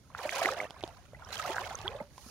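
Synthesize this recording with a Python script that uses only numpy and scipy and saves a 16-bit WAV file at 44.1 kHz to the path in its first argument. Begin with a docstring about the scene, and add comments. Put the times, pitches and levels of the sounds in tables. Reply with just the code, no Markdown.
"""A shallow muddy puddle outdoors at night: two slow boot strides, heard from close above.
Trapped air rings as short damped sines, mostly gliding up in pitch: the loudest are listed, and a random
swarm of small bubbles follows the stirring. Drops slap the surface as noise cracks over a low push; spray is
flickering treble noise. Shaped noise makes the faint hiss, the swelling low rumble and a late rustle."""
import sys
import numpy as np
from scipy import signal
from scipy.io import wavfile
from scipy.ndimage import uniform_filter1d

SR = 44100
rng = np.random.default_rng(int(sys.argv[2]) if len(sys.argv) > 2 else 0)


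def put_to_file(sound):
    """Save the sound as 16-bit audio at rate SR, in the file named by the first command-line argument."""
    columns = np.atleast_2d(sound).T  # one column per channel
    safe = np.clip(columns, -1, 1)
    whole_steps = np.round(safe * 32767)
    wavfile.write(sys.argv[1], SR, whole_steps.astype(np.int16))


N = 101430  # samples, 2.3 s


def amp(db):
    """Decibel law: a level in dB becomes an amplitude factor."""
    return 10 ** (np.asarray(db) / 20)


def evened(x):
    """Normalisation: scale to an RMS of one."""
    return x / np.sqrt(np.mean(x ** 2) + 1e-20)


def read(points, hz):
    """Spectral envelope: interpolate (Hz, value) points along log frequency."""
    f, value = np.transpose(points)
    return np.interp(np.log(hz + 1), np.log(f + 1), value)


def curve(table, t, column):
    """Temporal envelope: interpolate one column of a table whose first column is time."""
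    columns = np.transpose(table)
    return np.interp(t, columns[0], columns[column])


def filtered(x, order, hz, kind):
    """Butterworth filtering: a maximally flat pass band."""
    return signal.sosfilt(signal.butter(order, hz, kind, fs=SR, output="sos"), x)


def add(mix, s, sound):
    """Superposition: sum a sound into the mix from s seconds on, cut at the end."""
    part = mix[:, round(s * SR):][:, :sound.shape[1]]
    part += sound[:, :part.shape[1]]


# Likeness of the two ports. Each row: frequency in Hz, left-right correlation from 0 to 1.
PORT_LIKENESS = [(45, 0.6), (300, 0.84), (1500, 0.233), (5000, 0.067)]


def noise(spectrum, size, patch_db, flicker_db):
    """Spectral shaping of partly coherent stereo noise, with local patches and a flicker shared by all bands."""
    hop, hz = size // 4, np.fft.rfftfreq(size, 1 / SR)
    a, b, c, d, p = rng.standard_normal((N // hop + 5, len(hz), 5)).T  # each: bands by frames
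    fast = evened(uniform_filter1d(p[0], size=3))
    slow = evened(uniform_filter1d(p[1], size=16))
    flicker = evened(fast + slow).clip(max=2)
    # patches are smooth over neighbouring bands, then over neighbouring frames
    patches = uniform_filter1d(p, size=8, axis=0)
    patches = evened(uniform_filter1d(patches, size=6, axis=1))
    likeness = np.clip(read(PORT_LIKENESS, hz), -1, 1)[:, None]
    right = a + 1j * b
    left = likeness * right + np.sqrt(1 - likeness ** 2) * (c + 1j * d)
    level_db = read(spectrum, hz)[:, None] + patch_db * patches + flicker_db * flicker
    z = np.array([left, right]) * amp(level_db)
    return evened(signal.istft(z, nperseg=size, noverlap=size - hop)[1][:, :N])


# Spectrum of the outdoor air. Each row: frequency in Hz, relative density in dB per Hz.
AIR_SPECTRUM = [(20, -61), (50, 5), (110, -1.5), (300, -15), (1500, -31.5), (6800, -27.5), (7600, -42.5),
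                (9500, -33.5), (16000, -45)]
AIR_DB = -56  # RMS level before the rumble swells
# Swell of the rumble. Each row: time in seconds, level in dB that replaces AIR_DB in the lows.
RUMBLE_SWELL = [(0, -59), (1.3, -53), (1.85, -49), (2.1, -57)]


def night_air():
    """Stationary broadband noise is the hiss; its low band, raised and lowered in level, is the rumble."""
    air = noise(AIR_SPECTRUM, size=2048, patch_db=2, flicker_db=0) * amp(AIR_DB)
    low = signal.sosfiltfilt(signal.butter(2, 190, fs=SR, output="sos"), air)
    swell = amp(curve(RUMBLE_SWELL, np.arange(N) / SR, column=1) - AIR_DB)
    return air + low * (swell - 1)  # the air already holds the low band once


# Start and full swell of the rustle, both in seconds.
RUSTLE_SWELL_S = (2.08, 2.3)
RUSTLE_DB, RUSTLE_HZ = -52.5, 3900  # RMS level at full swell, high-pass corner


def rustle():
    """Amplitude modulation: a smooth high hiss, perhaps cloth, rises linearly towards the end."""
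    hiss = noise(AIR_SPECTRUM, size=512, patch_db=1, flicker_db=1)
    hiss = evened(filtered(hiss, 4, RUSTLE_HZ, "high"))
    return hiss * amp(RUSTLE_DB) * np.interp(np.arange(N) / SR, RUSTLE_SWELL_S, [0, 1])


# Spectrum of the spray. Each row: frequency in Hz, relative density in dB per Hz.
SPRAY_SPECTRUM = [(2000, -1.5), (6800, -5), (7600, -14.5), (16000, -20.5)]
# How hard the water is stirred; the swarm below follows it too.
# Each row: time in seconds, relative gurgle level in dB, relative treble level in dB.
STIRRING = [(0, -78.5, -93), (.13, -61, -86), (.19, -43, -65), (.3, -40, -54), (.46, -35, -51),
            (.56, -41, -65.5), (.64, -44, -64), (.68, -55, -83), (.84, -55, -73), (1.1, -70, -84),
            (1.24, -53, -80), (1.33, -49, -57), (1.58, -39, -59), (1.78, -52.5, -69.5), (1.87, -44, -69.5),
            (2.01, -50, -80), (2.05, -74, -80.5), (2.3, -57.5, -77.5)]
SPRAY_DB = 16  # added to the treble level
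PATCH_DB, FLICKER_DB = 3.5, 5


def spray():
    """Superposed fine droplets merge into noise: a flickering treble that follows the stirring."""
    fizz = noise(SPRAY_SPECTRUM, size=128, patch_db=PATCH_DB, flicker_db=FLICKER_DB)
    level_db = curve(STIRRING, np.arange(N) / SR, column=2) + SPRAY_DB
    return filtered(fizz, 3, 1100, "high") * amp(level_db)


# Drops slapping the surface. Each row: start in seconds, relative level in dB.
DROP_SLAPS = [(.7, -35.5), (0.707, -27.5), (.808, -36), (.828, -31.5), (.877, -31), (1.322, -33),
              (1.789, -30), (1.815, -32), (2.18, -34.5)]
SLAP_MS, SLAP_HZ = 0.94, 5500  # decay time, upper edge of the octave of noise
PUSH_HZ, PUSH_DB = 800, -4  # the push: pitch, level of its sine before decay and drop level


def drops():
    """Impact excitation: a drop lands as a short ragged crack over one low push of the surface."""
    out, t = np.zeros((2, N)), np.arange(400) / SR
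    band = signal.butter(2, [SLAP_HZ / 2, SLAP_HZ], "band", fs=SR)
    push = amp(PUSH_DB) * np.sin(2 * np.pi * PUSH_HZ * t) * np.exp(-PUSH_HZ * t)
    for (s, db), grit in zip(DROP_SLAPS, rng.standard_normal((len(DROP_SLAPS), 2, 400))):
        grit = grit + grit[0]  # the ports share part of the grit
        crack = signal.lfilter(*band, grit) * np.exp(-1000 * t / SLAP_MS)
        add(out, s, amp(db) * (crack + push))
    return out


RISE, FALL = 0.7, 0.85  # swelling time in ring times, exponent of the decay
WOBBLE_DB = 2  # RMS of a random ripple in level
GLIDE_OCT_PER_S, LAG_MS = 7, 0.22  # usual glide, longest delay to a port


def bubble(db, hz, ring_ms, glide, lag_s):
    """Damped resonance of an air pocket: fast swell, quick decay, gliding pitch, a small lag to each port."""
    ring = ring_ms / 1000
    t = np.maximum(np.arange(round(7 * ring * SR)) / SR - lag_s[:, None], 0)
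    u = t / ring  # time in ring times
    rate = np.log(2) * glide * ring + 1e-4  # never exactly zero, as it divides below
    turns = hz * ring * np.expm1(rate * u) / rate
    shape = (1 - np.exp(-u / RISE)) * np.exp(-u ** FALL)
    shape = shape * (hz * np.exp(rate * u) < .4 * SR)  # silent once the pitch nears the sampling limit
    ripple = evened(uniform_filter1d(rng.standard_normal(t.shape[1]), size=70))
    shape = shape * amp(WOBBLE_DB * ripple)
    return amp(db) * shape / shape.max() * np.sin(2 * np.pi * turns)


# Spectral balance of the small bubbles. Each row: frequency in Hz, level offset in dB.
SWARM_BALANCE = [(330, -4), (600, 8), (3500, 10), (6800, 9), (15000, -1)]
SWARM_DB, SIZE_DB = -11.5, 4.3  # level offset, spread by random size (dB per natural-log unit)
CYCLES = 3.8  # base ring time in cycles, scaled at random by 0.66 to 2.26


def swarm(count):
    """A random point process of small resonating bubbles, as loud as the stirring."""
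    out = np.zeros((2, N))
    for when, pitch, size, ring, glide, *place in rng.random((count, 7)):
        pitch = pitch ** .7  # small high bubbles are the most common
        s, hz = when * N / SR, 330 * 45 ** pitch
        # low bubbles follow the gurgle, high ones the treble
        gurgle_db = (1 - pitch ** 2) * curve(STIRRING, s, column=1)
        treble_db = pitch ** 2 * curve(STIRRING, s, column=2)
        size_db = -SIZE_DB * np.log(size + .02)
        db = SWARM_DB + gurgle_db + treble_db + read(SWARM_BALANCE, hz) + size_db
        ring_ms = 1000 * CYCLES * (0.66 + 1.6 * ring ** 2) / hz
        glide_oct_per_s = GLIDE_OCT_PER_S * 4 * glide ** 2
        add(out, s, bubble(db, hz, ring_ms, glide_oct_per_s, np.array(place) * LAG_MS / 1000))
    return out


# Loud bubbles and drips. Each row: start in seconds, peak level in dB, starting pitch in Hz,
# ring time in ms, and glide in octaves per second where it is not the usual one.
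LOUD_BUBBLES = [(0.102, -43, 1035, 2.0), (0.149, -24, 1370, 0.98), (0.19, -28.5, 1760, 1),
                (0.251, -22.5, 600, 5.5, 1), (0.293, -17, 2200, 0.39), (0.447, -22.5, 1860, 3.3),
                (0.451, -28, 300, 13, 26), (0.458, -9, 2022, 0.66), (0.465, -22.5, 770, 3.8),
                (0.488, -17.5, 1220, 1.66), (0.503, -30, 500, 8), (0.602, -20, 2045, 1.5, 30),
                (0.578, -31, 620, 3.5), (0.838, -22.5, 3445, 0.44), (0.837, -21, 650, 1.3),
                (0.839, -27, 341, 1.8), (1.133, -38, 567, 1.9), (1.146, -41, 1950, 3.5),
                (1.221, -38, 1400, 2.5), (1.248, -38.5, 5585, 1.2), (1.328, -27.5, 4000, 1.03),
                (1.369, -28.5, 3110, 1.3), (1.395, -25, 1300, 6, -3), (1.447, -28, 1122, 6, 24),
                (1.474, -29, 700, 3), (1.49, -27, 640, 3.5, -30), (1.498, -31, 350, 6),
                (1.566, -24, 1500, 1.2), (1.561, -30.5, 750, 4.2), (1.582, -17.5, 1530, 0.9),
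                (1.745, -37, 520, 2), (1.746, -32.5, 1300, 3.3), (1.753, -24, 6220, 0.86),
                (1.844, -36, 350, 14), (1.852, -35, 727, 10, 24), (1.857, -34, 1450, 4),
                (1.886, -38, 400, 12, 14), (1.879, -17.5, 3290, 0.924), (1.948, -29, 540, 7),
                (2.001, -37, 2050, 3), (2.003, -28, 560, 5), (2.008, -33, 850, 5), (2.013, -31.5, 198, 2),
                (2.179, -40, 998, 2.7), (2.262, -42, 220, 5)]
# water glugs shut behind the boot: first start, spacing, peak level, pitch, ring time
GLUG_S, GLUG_GAP_S, GLUG_DB, GLUG_HZ, GLUG_MS = .594, .0097, -29, 600, 1.3


def loud_bubbles():
    """Discrete damped resonances: the bubbles and drips that stand out, and one quick run of glugs."""
    out = np.zeros((2, N))
    glugs = [(GLUG_S + k * GLUG_GAP_S, GLUG_DB, GLUG_HZ, GLUG_MS) for k in range(7)]
    events = list(LOUD_BUBBLES) + glugs
    for (s, db, hz, ring_ms, *own), place in zip(events, rng.random((len(events), 2))):
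        glide = own[0] if own else GLIDE_OCT_PER_S
        add(out, s, bubble(db, hz, ring_ms, glide, place * LAG_MS / 1000))
    return out


def scene():
    """Linear superposition of all the sources."""
    return night_air() + rustle() + spray() + drops() + swarm(count=4300) + loud_bubbles()


# Shading of the left port. Each row: frequency in Hz, gain in dB.
LEFT_SHADE = [(100, -1.5), (900, -3), (3000, -6.5), (6500, -14.5), (9000, 1.5), (15000, -5)]
EDGE_HZ = 15900  # upper band limit


def record(dry):
    """Linear filtering: the shaded left port loses some treble, then both ports are band-limited."""
    hz = np.linspace(0, SR / 2, 129)
    shade = signal.firwin2(255, hz, amp(read(LEFT_SHADE, hz)), fs=SR)
    ports = np.array([signal.oaconvolve(dry[0], shade, "same"), dry[1]])
    ports = filtered(ports, 2, 38, "high")
    limit = signal.firwin(511, EDGE_HZ, window=("kaiser", 9), fs=SR)
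    return signal.oaconvolve(ports, limit[None], "same")


dry = scene()
out = record(dry)
put_to_file(out)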